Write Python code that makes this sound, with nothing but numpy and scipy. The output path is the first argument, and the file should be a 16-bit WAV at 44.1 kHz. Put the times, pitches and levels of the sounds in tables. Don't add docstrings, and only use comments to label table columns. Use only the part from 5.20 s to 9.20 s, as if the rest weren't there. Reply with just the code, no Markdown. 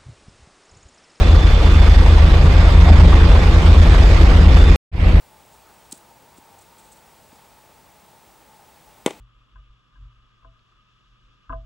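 import sys
import numpy as np
from scipy import signal
from scipy.fft import rfft, irfft, next_fast_len
from scipy.io import wavfile
from scipy.ndimage import map_coordinates

SR = 44100
rng = np.random.default_rng(int(sys.argv[2]) if len(sys.argv) > 2 else 0)


def master(y):
    cut = np.clip(np.atleast_2d(y).T, -1, 1)
    pcm = np.round(cut * 32767)
    wavfile.write(sys.argv[1], SR, pcm.astype(np.int16))


N = 176400
STRIKE_S, STRIKE_GAIN_DB, STRIKE_PAN_DB = 3.8615, -8, 2.5
TOP_HZ = 15850


# (frequency [Hz], level [dB])
CRACK_SPECTRUM = [(300, 6.5), (1000, 5.5), (1500, -7.5), (2200, 2), (3300, -2.5), (5000, -16.5), (8000, -4),
                  (10500, -14.5), (15000, -30)]
# (frequency [Hz], level [dB], length [s])
KNOCK_BURSTS = [(330, 0.5, 0.0044), (847, -4.5, .0026)]
def strike():
    t = since(STRIKE_S)
    crack_db, crack_t60_s = -4.5, .022
    crack = (t > 0) * amp(crack_db - 60 * t / crack_t60_s) * noise(CRACK_SPECTRUM, [(1000, .97)])
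    knock = sum(burst(STRIKE_S, db, hz, length) for hz, db, length in KNOCK_BURSTS)
    hit = panned(knock + crack + club_ring(), STRIKE_PAN_DB)
    return amp(STRIKE_GAIN_DB) * filtered(hit, lambda hz: band(hz, low_hz=137, high_hz=TOP_HZ))


# (frequency [Hz], level [dB])
CLUB_MODES = [(235, -25), (425, -10), (1130, -13), (1400, -22), (1985, -15), (2655, -25), (3160, -10.5),
              (3480, -18), (4296, -24), (5550, -26), (6450, -27), (7575, -19), (8450, -23)]
def club_ring(attack_s=.00011):
    t = since(STRIKE_S)
    ring = np.zeros(N)
    for hz, db in CLUB_MODES:
        t60_s = .026 * (1000 / hz) ** .2
        ring += amp(db - 60 * t / t60_s) * np.sin(2 * np.pi * hz * t)
    return ring * (1 - np.exp(-t / attack_s)) * (t < .2)


# (delay [s], level [dB], low cut [Hz], high cut [Hz], pan left [dB])
ECHOES = [(.0049, -7.5, 1410, 2500, 1), (0.0125, -3, 520, 1140, -2), (0.0141, -20, 2000, 9000, -3),
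          (.0188, -6, 850, 1600, 2), (.0455, -17, 380, 8000, 0), (.0715, -28, 400, 3500, 0)]
def echoes(hit):
    out = np.zeros((2, N))
    for delay, db, low_hz, high_hz, pan_db in ECHOES:
        surface = lambda hz: np.exp(-2j * np.pi * hz * delay) * band(hz, low_hz, high_hz)
        out += panned(amp(db) * filtered(hit, surface), pan_db)
    return out


# (frequency [Hz], level [dB])
SCATTER_SPECTRUM = [(80, -15), (200, 7), (400, 6.5), (1000, -3.5), (1500, -16), (2200, -8.5), (3200, -11),
                    (5000, -18), (8000, -15), (11000, -22), (15000, -34)]
# (frequency [Hz], time to fall 60 dB [s])
FAR_T60 = [(150, 0.34), (500, 0.25), (2500, 0.43), (8000, 0.34), (14000, .15)]
def garden_scatter(near_db=-19, far_db=-24.5, near_t60_s=.067, attack_s=.0028):
    t = since(STRIKE_S)
    hz, frame_s, wash = signal.stft(noise(SCATTER_SPECTRUM, [(1000, .94)]), SR, nperseg=256)
    fade = amp(-60 * np.maximum(frame_s - STRIKE_S, 0) / along(FAR_T60, hz)[:, None])
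    far = amp(far_db) * signal.istft(wash * fade, SR, nperseg=256)[1][:, :N]
    near = amp(near_db - 60 * t / near_t60_s) * noise(SCATTER_SPECTRUM, [(1000, .93)])
    onset = 1 - np.exp(-t / attack_s)
    return panned(amp(STRIKE_GAIN_DB) * onset * (near + far), STRIKE_PAN_DB)


# (peak time [s], level [dB], rise [s], fall [s], low cut [Hz])
RUSTLE_CUES = [(.327, -59.5, .005, .05, 2000), (.7128, -41.5, .0008, .003, 6000),
               (0.727, -31, 0.0054, 0.0028, 2000), (0.736, -53, .006, 0.051, 2000),
               (0.755, -48, .001, 0.0018, 7000), (.778, -43, 0.0032, 0.0036, 7000),
               (1.181, -53.5, 0.01, 0.0087, 1500), (1.389, -52, 0.0027, .01, 5000),
               (1.42, -52.5, 0.0087, 0.01, 5000), (1.592, -53.5, 0.012, 0.016, 2500),
               (1.655, -59.5, 0.028, 0.037, 2500), (1.725, -49.5, .007, 0.012, 4000),
               (1.772, -58, .012, .012, 3000), (2.16, -62.5, 0.036, 0.018, 3000)]
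# (frequency [Hz], level [dB])
RUSTLE_SPECTRUM = [(800, -24), (2200, -22), (3600, -5.5), (5200, -10), (6500, -6), (8100, 1.5),
                   (9500, -6.5), (11500, -17), (15000, -19.5)]
def rustles():
    t = since(0)
    grain = unit(amp(2 * wobble(900)))
    hiss = grain * noise(RUSTLE_SPECTRUM, [(1000, .96)])
    out = np.zeros((2, N))
    for peak_s, db, rise, fall, low_hz in RUSTLE_CUES:
        swell = amp(db) * np.exp(-np.maximum((peak_s - t) / rise, (t - peak_s) / fall) ** 2)
        low_cut = signal.butter(2, low_hz, "high", fs=SR)
        out += swell * signal.lfilter(*low_cut, hiss)
    return panned(out, pan_db=-.5)


# (time [s], level [dB], frequency [Hz], length [s])
BUMP_CUES = [(0.727, -34.5, 270, 0.0076), (1.182, -42.5, 292, 0.0084), (2.126, -44.5, 257, 0.0097)]
def bumps():
    taps = sum(burst(*cue) for cue in BUMP_CUES)
    return panned(filtered(taps, lambda hz: band(hz, low_hz=111, high_hz=2500)), pan_db=3)


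def whistle(peak_s=.484, half_width_s=.03, centre_hz=1370, level_db=-57):
    pitch = centre_hz * (1 + .09 * wobble(300))
    swell = np.exp(-((since(0) - peak_s) / half_width_s) ** 2)
    return amp(level_db) * swell * np.sin(2 * np.pi * np.cumsum(pitch) / SR)


# (frequency [Hz], width [Hz], level [dB])
CASE_RESONANCES = [(648, 46, -9.5), (802, 34, -2), (882, 48, -0.5), (932, 35, -9.5), (1264, 78, -13),
                   (2580, 66, -20)]
# (time [s], level [dB])
MOTOR_LEVEL = [(0.05, -59), (0.1, -58.5), (0.8, -59.5), (0.92, -52.5), (0.97, -59), (1.4, -55), (1.44, -67),
               (1.51, -56), (2.11, -61.5), (2.12, -57), (3.22, -59.5), (3.27, -63), (3.3, -56), (3.8, -59)]
def camera_motor(whirr_db=-2, tone_db=-4, tone_hz=874.5):
    case = lambda f: sum(amp(db) / (1 + ((f - hz) / (.71 * width)) ** 2)
                         for hz, width, db in CASE_RESONANCES)
    whirr = amp(whirr_db) * unit(filtered(rng.standard_normal(N), case))
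    pitch = tone_hz * (1 + .035 * (wobble(9) + .7 * wobble(90)))
    tone = amp(tone_db + 2.7 * wobble(14)) * np.sin(2 * np.pi * np.cumsum(pitch) / SR)
    loudness = amp(np.interp(since(0), *np.transpose(MOTOR_LEVEL)))
    return panned(loudness * (whirr + tone), pan_db=3)


def camera_whine(pitch_hz=15625, level_db=-65, flutter_hz=50, flutter_db=7):
    t = since(0)
    flutter = amp(flutter_db * np.sin(2 * np.pi * flutter_hz * t))
    return amp(level_db) * unit(flutter * np.sin(2 * np.pi * pitch_hz * t))


# (frequency [Hz], level [dB])
WIND_SPECTRUM = [(20, -30), (35, -5.5), (55, 5), (100, -0.5), (170, 0), (300, -3), (600, -1), (1050, -3),
                 (1600, -8.5), (3000, -11.5), (6500, -15), (8300, -13), (10500, -17.5), (15000, -20)]
# (frequency [Hz], left-right correlation [0-1])
WIND_CORRELATION = [(30, .55), (70, 0.6), (150, 0.79), (600, 0.84), (2800, 1), (7000, 0.86), (12000, 1)]
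# (frequency [Hz], pan left [dB])
WIND_PAN = [(40, 6.5), (80, 3), (200, 3.5), (1000, 0), (8000, 0.5), (13000, -2.5)]
def wind(level_db=-53.5):
    balance = lambda hz: amp(np.outer([.5, -.5], along(WIND_PAN, hz)))
    bed = filtered(noise(WIND_SPECTRUM, WIND_CORRELATION), balance)
    sway_db = .25 * wobble(3)
    return amp(level_db + sway_db) * unit(bed)


def burst(start_s, db, hz, length_s):
    t = np.minimum(since(start_s), length_s)
    return amp(db) * np.sin(np.pi * t / length_s) * np.sin(2 * np.pi * hz * t)


def noise(spectrum, correlation):
    def mid_side(hz):
        angle = np.arccos(np.clip(along(correlation, hz), -1, 1)) / 2
        return amp(along(spectrum, hz)) * [np.cos(angle), np.sin(angle)]
    mid, side = filtered(rng.standard_normal((2, N)), mid_side)
    return unit(np.array([mid + side, mid - side]))


def wobble(rate):
    knots = rng.standard_normal(int(N * rate / SR) + 4)
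    return map_coordinates(knots, [np.arange(N) * rate / SR])


def filtered(x, response):
    size = next_fast_len(N + SR // 2)
    return irfft(rfft(x, size) * response(np.fft.rfftfreq(size, 1 / SR)), size)[..., :N]


def band(hz, low_hz, high_hz):
    a, b = 1j * hz / low_hz, 1j * hz / high_hz
    return a * a / (1 + np.sqrt(2) * a + a * a) / (1 + np.sqrt(2) * b + b * b)


def panned(x, pan_db):
    return x * amp([[pan_db / 2], [-pan_db / 2]])


def along(points, hz):
    knots_hz, values = np.transpose(points)
    return np.interp(np.log(hz + 1), np.log(knots_hz + 1), values)


def since(start_s):
    return np.maximum(np.arange(N) / SR - start_s, 0)


def amp(db):
    return 10 ** (np.asarray(db) / 20)


def unit(x):
    return x / np.sqrt(np.mean(x ** 2) + 1e-20)


def scene():
    hit = strike()
    shot = hit + echoes(hit) + garden_scatter()
    return shot + rustles() + bumps() + whistle() + wind() + camera_motor() + camera_whine()


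def record(dry):
    return filtered(dry, lambda hz: np.clip((TOP_HZ - hz) / 150, 0, 1))


dry = scene()
out = record(dry)
master(out)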